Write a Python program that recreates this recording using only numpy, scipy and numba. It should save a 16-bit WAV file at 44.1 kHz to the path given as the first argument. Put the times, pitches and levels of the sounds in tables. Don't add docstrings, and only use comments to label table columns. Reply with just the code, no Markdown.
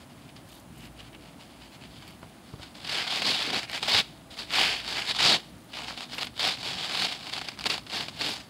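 import sys
import numpy as np
from scipy import signal
from scipy.fft import rfft, irfft
from scipy.io import wavfile
from scipy.ndimage import uniform_filter1d
from numba import njit

SR = 44100
rng = np.random.default_rng(int(sys.argv[2]) if len(sys.argv) > 2 else 0)


def makeup_ratio(level_db):
    decades = np.asarray(level_db, float) / 20
    return 10 ** decades


def to_wav(s):
    ch = np.atleast_2d(s).T
    pcm = np.round(np.clip(ch, -1, 1) * 32767)
    wavfile.write(sys.argv[1], SR, pcm.astype(np.int16))


N = 374409
T = np.arange(N) / SR


def level(x, db):
    return x * makeup_ratio(db) / np.sqrt(np.mean(x ** 2))


def band(x, lo_hz, hi_hz, order=2):
    return signal.sosfilt(signal.butter(order, [lo_hz, hi_hz], "band", fs=SR, output="sos"), x)


def colour(x, points):
    hz, db = np.transpose(points)
    bins_hz = np.arange(2049) * SR / 4096
    log_gain = np.interp(np.log(bins_hz + 1), np.log(hz), db) * np.log(10) / 20
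    cepstrum = irfft(log_gain)
    cepstrum[1:2048] *= 2
    cepstrum[2049:] = 0
    return signal.fftconvolve(x, irfft(np.exp(rfft(cepstrum))))[:N]


def walk(rate):
    hold = int(SR / rate)
    steps = np.repeat(rng.standard_normal(N // hold + 1), hold)
    return 1.69 * uniform_filter1d(steps, hold)[:N]


# centre in Hz, spread in Hz, level in dB.
LAMP_WHINE = [
    (10415, 1500, -85),
    (15260, 400, -91),
]
# pitch in Hz, level in dB.
ROOM_HUM = [
    (242, -64.5),
    (657, -67),
]


def lamps():
    offsets_hz = 299.2 * np.arange(-5, 5)
    waver = 1.5 * walk(13)
    whine = np.zeros(N)
    for centre_hz, spread_hz, db in LAMP_WHINE:
        for offset_hz in offsets_hz:
            line_db = db - 5.4 * (offset_hz / spread_hz) ** 2
            if line_db > -97:
                whine += makeup_ratio(line_db) * np.sin(2 * np.pi * (centre_hz + offset_hz) * T + waver)
    out = makeup_ratio(5.5) * whine
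    for hz, db in ROOM_HUM:
        out += makeup_ratio(db + 3.2 * walk(3.03)) * np.sin(2 * np.pi * hz * T + 0.6 * walk(9))
    return out


# frequency in Hz, density in dB per Hz.
ROOM_COLOUR = [(40, -24), (56, -1), (80, -7.5), (112, -1), (165, -1), (310, -3.5), (440, -15), (660, -10.5),
               (1400, -18.5), (4000, -26.5), (5800, -31.5), (9500, -28.5), (13200, -37.5), (15700, -33)]
# time in seconds, pitch in Hz, level in dB.
MOTOR = [
    (.5, 55.6, -75),
    (.65, 55.3, -64),
    (.9, 56.2, -56),
    (1.65, 57.5, -70),
    (1.75, 56.3, -80),
    (3.95, 55.9, -80),
    (4.1, 56.3, -64),
    (4.65, 56.4, -54),
    (5.2, 57, -55),
    (5.35, 57.5, -74.5),
]


def room():
    air = colour(rng.standard_normal(N), ROOM_COLOUR)
    rumble_waver = band(air, 13, 430) * (makeup_ratio(1.4 * walk(12)) - 1)
    air = level(air + rumble_waver, -49.5)
    s, hz, db = np.transpose(MOTOR)
    turn = 2 * np.pi * np.cumsum(np.interp(T, s, hz)) / SR
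    motor_gain = makeup_ratio(np.interp(T, s, db) + 1.5 * walk(8.6))
    motor = motor_gain * np.sqrt(2) * (np.sin(turn) + 0.23 * np.sin(2 * turn))
    return air + motor + lamps()


def walls(x, t60_s, wet_db):
    t = np.arange(SR // 2) / SR
    tail = rng.standard_normal(len(t)) * np.exp(-np.log(1000) * t / t60_s) * (t > .003)
    tail *= makeup_ratio(wet_db) / np.sqrt(np.sum(tail ** 2))
    return x + signal.fftconvolve(x, tail)[:N]


# start in seconds, peak in dB, pitch in Hz, ring in seconds, slap in dB relative to the knock.
THUDS = [
    (0.248, -43, 148, 0.074, -14),
    (2.229, -41, 205, 0.068, 7.5),
    (2.537, -27, 140, 0.03, -11),
    (2.596, -35.5, 105, 0.049, -4),
    (2.919, -47, 160, 0.06, 1),
    (3.941, -31, 102, 0.11, -10),
    (4.3, -43, 83.4, 0.067, -15),
    (4.659, -39, 73.4, 0.071, -3),
    (5.251, -28, 161, 0.085, -1),
    (6.428, -43, 190, 0.054, 1),
]


def thuds():
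    out = np.zeros(N)
    t = np.arange(6000) / SR
    for (s, db, hz, t60_s, slap_db), noise in zip(THUDS, rng.standard_normal((len(THUDS), len(t)))):
        knock = np.sin(2 * np.pi * hz * t) + 0.41 * np.sin(2 * np.pi * 2.57 * hz * t)
        knock *= np.exp(-np.log(1000) * t / max(t60_s, .01))
        slap = band(noise * np.exp(-t / 0.007), 350, 1100)
        slap *= makeup_ratio(slap_db + 0.5) / np.max(np.abs(slap))
        out[int(s * SR):][:len(t)] += makeup_ratio(db) * (knock + slap)
    return out


def swells(rows, lo_hz, hi_hz, grit):
    coarse = T[::32]
    swell = sum(makeup_ratio(db) * np.exp(-((coarse - s) / half_s) ** 4) for s, db, half_s in rows)
    grains = rng.standard_normal(N) * makeup_ratio(grit * walk(300))
    return np.interp(T, coarse, swell) * level(band(grains, lo_hz, hi_hz), 0)


# middle in seconds, level in dB, half length in seconds.
BRUSHES = [(.54, -59, 0.073), (.82, -60, .06), (1.75, -69, .03), (3.93, -48.5, 0.071), (4.59, -50, .07),
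           (6.2, -55, 0.064), (6.45, -56, .07), (7.03, -65, .08), (8.27, -55.5, .08), (3.74, -58, .05),
           (7.98, -60, .06), (7.7, -58, .05), (2.1, -68, .04)]


def brushes():
    return swells(BRUSHES, 6200, 14000, grit=4.5)


# middle in seconds, level in dB, half length in seconds.
SQUASHES = [
    (1.25, -60, 0.22),
    (3.27, -41.5, 0.075),
    (3.52, -40.5, 0.072),
    (5.33, -38, 0.057),
    (6.98, -50, 0.1),
    (7.7, -47, 0.064),
    (7.97, -47.5, 0.052),
    (8.26, -42.5, 0.06),
]


def squashes():
    return swells(SQUASHES, 137, 434, grit=2.8)


# middle in seconds, level in dB, half length in seconds.
HOLLOWS = [(3.93, -38.5, .06), (4.57, -36.5, 0.045), (5.86, -49, 0.096), (6.17, -48.5, 0.057),
           (6.02, -50, 0.028), (3.1, -46, .04), (3.43, -45, .06), (3.55, -46, .03), (7.0, -47, .07),
           (2.03, -58, .015), (2.64, -56, .03)]


def hollows():
    return swells(HOLLOWS, 610, 1430, grit=4.3)


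# start in seconds, peak in dB.
PEELS = [(0.4794, -48), (0.4914, -46), (0.5232, -41), (0.5314, -39), (0.5404, -47), (0.5576, -43),
         (0.5844, -46), (0.6354, -50), (1.7544, -48), (2.0792, -35), (2.1944, -48), (2.2967, -48),
         (5.4974, -48), (5.5024, -47), (5.5114, -49), (5.5244, -49), (5.5524, -48), (5.5694, -48),
         (5.5814, -47), (5.5882, -47), (5.6044, -47), (5.6144, -47), (5.6214, -45), (5.6384, -50),
         (5.6454, -48), (5.657, -47), (5.6784, -49), (5.7014, -48)]


def peels():
    out = np.zeros(N)
    t = np.arange(200) / SR
    for (s, db), noise in zip(PEELS, rng.standard_normal((len(PEELS), len(t)))):
        tick = band((noise + 4.0 * (t == 0)) * np.exp(-t / .0004), 2800, 12500, order=1)
        out[int(s * SR):][:len(t)] += makeup_ratio(db + 2) * tick / np.max(np.abs(tick))
    return out


# frequency in Hz, density in dB per Hz.
SNAP_COLOUR = [(60, -32), (110, -9), (400, -7), (1150, -5), (1900, -8), (2150, -4.5), (4700, -5.5),
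               (5000, -6), (5750, -16.5), (8000, -18), (8700, -21.5), (11000, -26), (13200, -35),
               (15700, -33.5)]
# centre in Hz, width in Hz, gain in dB.
SNAP_PEAKS = [
    (758, 123, 6.5),
    (2950, 160, 2.5),
    (4460, 150, 3.5),
]


def snap_colour(x):
    x = colour(x, SNAP_COLOUR)
    lifts = [(makeup_ratio(db) - 1) * band(x, hz - width / 2, hz + width / 2, order=1) for hz, width, db in SNAP_PEAKS]
    return x + sum(lifts)


# start in seconds, level in dB, pitch in Hz, length in ms.
SLIPS = [(.292, -46, 3470, 5.7), (.3645, -43, 4910, 5.8), (.5264, -47.5, 3020, 6.8), (.855, -44, 2760, 2.9),
         (1.13, -50, 2620, 9), (1.1487, -46.5, 3040, 7.5), (1.4213, -48, 4580, 8.4),
         (1.7371, -47, 3900, 3.1), (1.9413, -50, 3690, 5.2), (2.0239, -42.5, 2730, 4.5),
         (2.6233, -43, 3570, 4.3), (2.6314, -34.5, 3460, 3), (2.7524, -45.5, 4930, 6.4),
         (2.847, -34.5, 3560, 6.8), (3.1069, -28, 3630, 1.6), (3.22, -25, 3000, 11), (3.4265, -22, 3800, 2),
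         (3.5037, -23.5, 3150, 3.6), (3.6978, -26, 2820, 2.1), (3.73, -32, 3640, 8),
         (3.7778, -26, 1710, 2.8), (3.8286, -25.5, 3720, 12), (3.877, -33, 3330, 11.4),
         (4.3087, -45, 3670, 9), (4.74, -25, 3110, 2), (5.056, -32, 4910, 2), (5.191, -30, 4760, 9),
         (5.734, -38, 3040, 11), (5.883, -36, 2450, 6), (5.976, -33, 3620, 8.3), (6.0075, -28.5, 2980, 3),
         (6.0979, -39, 4350, 2), (6.1322, -35, 4500, 12), (6.1827, -30, 2570, 15), (6.231, -23, 3570, 2.5),
         (6.222, -29, 3900, 9), (6.245, -33, 3000, 6), (5.845, -34, 3500, 5), (6.27, -31.5, 3670, 7.1),
         (6.365, -44, 3400, 10), (6.3948, -25.5, 3450, 6.5), (6.6299, -32, 4300, 10),
         (7.269, -35, 4400, 12), (7.2983, -33, 2590, 5.1), (7.3294, -33.5, 4400, 13),
          (7.3366, -23.5, 4270, 3.3), (7.365, -32, 2640, 11), (7.3783, -32, 4430, 15),
          (7.3919, -31, 2740, 2.6), (7.414, -30.5, 1580, 9.7), (7.4864, -28, 4770, 8.3),
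          (7.5163, -40, 4530, 9), (7.575, -41, 1580, 5), (7.5905, -27, 4450, 1.6), (7.5963, -30, 2950, 1.9),
          (7.6094, -32, 4830, 7.3), (7.6209, -36, 4230, 1.8), (7.641, -25, 2370, 3.1),
          (7.657, -24, 3040, 8), (7.7007, -29, 4320, 20), (7.718, -26, 3000, 3), (7.7401, -31, 4440, 15),
          (7.7796, -27.5, 3260, 4.4), (7.8663, -38.5, 3730, 10), (7.8987, -36.5, 3540, 11),
          (7.9295, -36, 2800, 12), (8.008, -27, 2890, 5.2), (8.084, -29, 2590, 6.1),
          (8.2057, -34, 4540, 7.6), (8.2116, -27, 4370, 9.4), (8.409, -40, 2280, 3.9),
         (.2219, -52, 3270, 4), (.9916, -46, 2890, 8), (1.2231, -49, 3000, 4), (1.6197, -46, 3990, 5),
         (1.8128, -48, 2720, 8), (1.838, -39, 2960, 3), (2.0797, -46, 2190, 3), (2.1061, -47, 2410, 3),
         (2.2179, -52, 3800, 3), (2.806, -43.5, 3290, 5), (3.247, -28, 4480, 8), (3.455, -25, 3500, 2),
         (3.5308, -29, 4290, 8), (3.545, -23, 4300, 5), (3.6311, -33, 2230, 8), (4.3779, -40, 4500, 6.3),
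         (4.3913, -34, 4400, 6), (4.5061, -31, 3680, 6), (4.537, -32, 3250, 5.5), (4.5545, -22, 4160, 6),
         (4.8473, -33, 2990, 5), (4.8785, -29, 4280, 5), (5.1488, -29, 2820, 5), (5.739, -34.5, 2970, 3),
         (5.77, -35, 2470, 4), (6.1214, -36, 3930, 4), (6.3783, -31, 3410, 2.7), (6.4292, -25, 3770, 4),
         (6.5733, -37, 2620, 6), (6.8956, -31, 2560, 4), (6.9535, -28, 4240, 6), (7.022, -23.5, 4400, 6.4),
         (7.056, -28, 3000, 3), (7.125, -33, 3000, 3)]


def slips():
    out = np.zeros(N)
    t = np.arange(2500) / SR
    unit = np.std(band(snap_colour(rng.standard_normal(SR)), 1500, 5400))
    rows = SLIPS
    for (s, db, hz, ms), noise in zip(rows, rng.standard_normal((len(rows), 2, len(t)))):
        length_ms = max(ms, 1)
        body_db = -13 + 3.5 * np.log2(length_ms / 5)
        age = t * 1000 / length_ms
        fade = np.exp(-.7 * age - age ** 4)
        snaps = (noise[0] * np.abs(noise[0]) * 0.37 + 6.0 * (t == 0)) * fade
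        crack = band(snaps, 840, 12000, order=1)
        crack += 1.4 * band(snaps, hz * 0.88, hz * 1.13, order=1)
        crack *= np.sqrt(np.sum(fade ** 2) / np.sum(band(crack, 1500, 5400) ** 2))
        tips = band(snaps, 5800, 15600)
        body = band(noise[1] * fade, 450, 2300, order=1)
        burst = crack + makeup_ratio(-3.0) * tips + makeup_ratio(body_db + 14.0) * body
        out[int(s * SR):][:len(t)] += makeup_ratio(db) * burst
    return snap_colour(out) / unit * makeup_ratio(-9.5)


# top in seconds, level in dB, rise in seconds, fall in seconds, press in dB.
FINGERING = [(0.023, -55, 0.336, 0.039, 2.6), (0.113, -58, 0.051, 0.076, -0.5),
             (0.167, -60, 0.012, 0.29, 0), (0.296, -54.5, 0.033, 0.023, -8),
             (0.366, -51.5, 0.015, 0.059, 0), (0.486, -58, 0.032, 0.117, 4),
             (0.568, -58.0, 0.185, 0.072, 6), (0.856, -48.5, 0.13, 0.037, -5.5),
             (1.002, -48.5, 0.042, 0.043, -1), (1.081, -54, 0.14, 0.022, -1.0),
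             (1.149, -51, 0.032, 0.025, -21), (1.257, -54, 0.091, 0.122, -2),
             (1.419, -51.5, 0.057, 0.079, 1.0), (1.505, -57, 0.045, 0.178, 0),
             (1.625, -51, 0.043, 0.092, 0), (1.753, -50, 0.072, 0.028, -1), (1.841, -50, 0.06, 0.069, -3),
             (1.973, -52, 0.12, 0.028, 9), (2.094, -51.5, 0.26, 0.11, -0.5),
             (2.233, -58.5, 0.029, 0.37, -1.8), (2.474, -57.5, 0.07, 0.25, 5),
             (2.628, -46.5, 0.055, 0.1, 1)]
# top in seconds, level in dB, rise in seconds, fall in seconds, press in dB.
STROKES = [(2.753, -47, 0.011, 0.1, 2), (2.931, -33.5, 0.13, 0.076, 3), (2.986, -28.5, 0.14, 0.1, -2.5),
           (3.159, -28.5, 0.16, 0.098, 1), (3.283, -24.5, 0.14, 0.17, 4), (3.421, -31.5, 0.3, 0.13, -2),
           (3.588, -27.5, 0.25, 0.019, 1.5), (3.639, -36.5, 0.23, 0.024, -0.5),
           (3.76, -29.5, 0.082, 0.046, -3), (3.832, -30.5, 0.013, 0.045, 5),
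           (3.884, -25.5, 0.01, 0.13, 3.5), (3.998, -20.5, 0.16, 0.024, 1.5), (4.317, -45, 0.018, 0.124, 4),
           (4.397, -35.5, 0.035, 0.082, 4), (4.564, -23.5, 0.068, 0.24, 0),
           (4.619, -23.5, 0.093, 0.19, -2.5), (4.89, -32.5, 0.059, 0.22, 5),
           (4.982, -28, 0.088, 0.088, -3.5), (5.116, -25.5, 0.082, 0.016, 2),
           (5.193, -25, 0.011, 0.17, -4.5), (5.292, -19.5, 0.16, 0.069, 5.5),
           (5.337, -21.5, 0.11, 0.045, 1)]
# top in seconds, level in
# dB, rise in seconds, fall in seconds, press in dB.
TWISTS = [(5.784, -38, 0.084, 0.26, 1.1), (5.888, -37.5, 0.027, 0.07, 2.8),
          (5.974, -40.5, 0.011, 0.096, 3.0), (6.028, -39.0, 0.05, 0.039, 3.3),
          (6.145, -38, 0.067, 0.023, 3.6), (6.221, -33.5, 0.075, 0.068, 2.6),
          (6.397, -29.5, 0.0075, 0.162, 3.1), (6.465, -25, 0.086, 0.1, 3.2), (6.677, -31.5, 0.13, 0.14, 3),
          (6.849, -33.5, 0.16, 0.046, 1.7), (7.049, -27.5, 0.33, 0.11, 3), (7.133, -35, 0.037, 0.048, 2.1),
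          (7.277, -39.5, 0.18, 0.07, 2.8), (7.332, -34.5, 0.012, 0.12, 3.3), (7.42, -41, 0.015, 0.012, 0.2),
          (7.488, -35, 0.024, 0.026, 0.4), (7.604, -43, 0.036, 0.14, 1.1),
          (7.666, -23.5, 0.015, 0.021, 2.5), (7.705, -26.5, 0.019, 0.086, 1.2),
          (7.948, -31, 0.055, 0.12, 1.9), (8.015, -33, 0.14, 0.061, 2.1), (8.089, -39.5, 0.014, 0.023, 2.9),
          (8.217, -29.5, 0.03, 0.2, 2.3), (8.313, -35, 0.22, 0.089, 3.6),
          (7.45, -40, 0.033, .04, 4),
    (7.54, -47.5, .04, 0.034, -2),
    (3.94, -23.5, .04, 0.054, 7),
]


def effort():
    swing_db, roundness = 19, 1.55
    rest_db = -70
    power, pressed = np.full(N, makeup_ratio(2 * rest_db)), np.zeros(N)
    for s, db, rise_s, fall_s, press_db in FINGERING + STROKES + TWISTS:
        near = slice(max(int((s - .6) * SR), 0), int((s + .8) * SR))
        age = T[near] - s
        swing = np.where(age < 0, -age / max(rise_s, .004), age / max(fall_s, .004)) ** roundness
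        settle = makeup_ratio(2 * (-27 - 80 * age)) * np.clip(age / .03, 0, 1)
        push = makeup_ratio(2 * db) * (makeup_ratio(-2 * swing_db * swing) + settle)
        power[near] += push
        pressed[near] += push * press_db
    return 10 * np.log10(power), pressed / power


def fibres(density, spread_db, own_db, shift_db):
    chance = rng.random((2, N))
    sizes = makeup_ratio(spread_db * np.minimum(-np.log(chance[1]), 4))
    snaps = (chance[0] < density) * sizes
    centres = 110 * 2 ** np.arange(0, 7.5, .5)
    parts = []
    for hz, own in zip(centres, rng.standard_normal((len(centres), N))):
        own_gain = np.sign(own) * makeup_ratio(own_db * np.minimum(np.abs(own), 2))
        part = band(snaps * own_gain, hz / 2 ** .25, hz * 2 ** .25)
        power = uniform_filter1d(part ** 2, size=int(1500 + 25 * SR / hz))
        even = np.sqrt(hz / (power + 1e-12))
        parts.append(part * even * makeup_ratio(shift_db * walk(14)))
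    return centres, parts


@njit
def svf(x, hz, k):
    y, b, l = np.empty(len(x)), 0., 0.
    for i in range(len(x)):
        g = np.tan(np.pi * hz[i] / SR)
        v = (b + g * (x[i] - l)) / (1 + g * (g + k))
        b, l, y[i] = 2 * v - b, l + 2 * g * v, k * v
    return y


# time in seconds, centre in Hz, gain in dB.
CUP = [
    [(0.0, 3350, 1), (0.15, 3020, 5), (0.58, 3650, 3.5), (0.64, 3020, 5), (2.47, 3280, 3.5),
     (2.62, 3720, 3), (2.75, 3140, 1)],
    [(2.8, 3450, 5), (2.892, 3640, 2.5), (3.012, 3020, 5.5), (3.292, 4150, 2.5), (3.39, 3250, 6),
     (3.496, 3740, 4), (3.65, 3360, 2)],
    [(3.68, 3080, -1), (3.798, 3560, 4), (3.97, 3790, 3), (4.224, 3260, 5), (4.388, 4060, 3),
     (4.65, 3170, 4.5), (4.8, 3300, 5)],
    [(4.82, 3730, 4), (4.896, 3860, 3), (5.006, 3000, 1), (5.076, 3840, 4), (5.122, 3400, 4.5),
     (5.35, 4000, 3.5), (5.45, 3030, 2)],
    [(5.7, 3580, 4.5), (5.892, 3140, 0), (5.938, 3940, 4.5), (6.202, 3500, 3), (6.226, 3750, 5),
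     (6.474, 3490, 4), (6.6, 3950, 6)],
    [(6.62, 3620, 4), (6.79, 3210, 4), (6.952, 3970, 2), (6.998, 3980, 3), (7.074, 3370, 3.5),
     (7.2, 3900, 3)],
    [(7.25, 3840, 3), (7.42, 3290, 3), (7.444, 3660, 2.5), (8.058, 3540, 2), (8.338, 3830, 2),
     (8.48, 3290, 4)],
]


def cupped(x):
    s, hz, db = np.concatenate(CUP).T
    lift = makeup_ratio(np.interp(T, s, db)) - 1
    return x + lift * svf(x, np.interp(T, s, hz), 0.17)


# middle in seconds, depth in dB, half length in seconds.
STICKS = [(3.095, -3, .006), (3.212, -8, 0.0053), (3.241, -5, .004), (3.491, -1, .005), (3.517, -9, .005),
          (5.183, -4, 0.0056), (6.565, -3, .008), (6.626, -5.5, 0.0073), (6.883, -3, .008),
          (7.076, -9, 0.0044), (3.6, -1, .01), (5.135, -6, .01), (6.76, -3, .015), (6.965, -3, .015),
          (6.2, -5, .006), (6.239, -7, .004), (6.257, -7, .006), (5.86, -5, .008), (7.497, -4, .004),
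          (7.685, -5, .008), (3.724, -3, .005), (7.603, -5, .004), (7.647, -5, .005)]


def sticking():
    coarse = T[::32]
    dip_db = sum(db * np.exp(-((coarse - s) / half_s) ** 2) for s, db, half_s in STICKS)
    return makeup_ratio(np.interp(T, coarse, dip_db))


def sponges():
    rub_db, bright_db = effort()
    soft_db = -30 - rub_db
    body_db = -7.5 + 0.57 * bright_db + 0.1 * soft_db
    tips_db = -12 + 0.72 * bright_db + 0.13 * soft_db
    low_db = rub_db - 10 * np.log10(1 + makeup_ratio(2 * bright_db))
    judder = makeup_ratio(0.12 * walk(45) + 0.96 * walk(200))
    density = np.clip(7000 / SR * makeup_ratio(.25 * (rub_db + 31.5)), .08, .6)
    centres, parts = fibres(density, spread_db=2.0, own_db=4.0, shift_db=0.68)
    layers = ((0, 1500, (620, 1095), body_db), (1500, 3000, (1100, 7500), 0.0042),
              (3000, 5700, (3400, 5400), bright_db), (5700, 2e4, (6000, 15000), tips_db))
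    out = np.zeros(N)
    for lo_hz, hi_hz, level_band, db in layers:
        swarm = sum(part for hz, part in zip(centres, parts) if lo_hz < hz < hi_hz)
        layer = snap_colour(swarm * judder)
        out += layer * makeup_ratio(db) / np.std(band(layer, *level_band, order=4))
    return cupped(out) * makeup_ratio(low_db - 2.5) * sticking() + slips()


def scene():
    hands = brushes() + squashes() + hollows()
    rubbing = walls(sponges() + thuds(), t60_s=0.3, wet_db=-21.5)
    return (rubbing + room() + hands + peels())[None]


def band_limit(x):
    return signal.sosfilt(signal.butter(12, 16770, fs=SR, output="sos"), x)


def record(dry):
    x = signal.sosfilt(signal.butter(4, 46, "high", fs=SR, output="sos"), dry)
    x = signal.sosfilt(signal.ellip(12, .2, 80, 15720, fs=SR, output="sos"), x)
    return band_limit(x)


dry = scene()
out = record(dry)
to_wav(out)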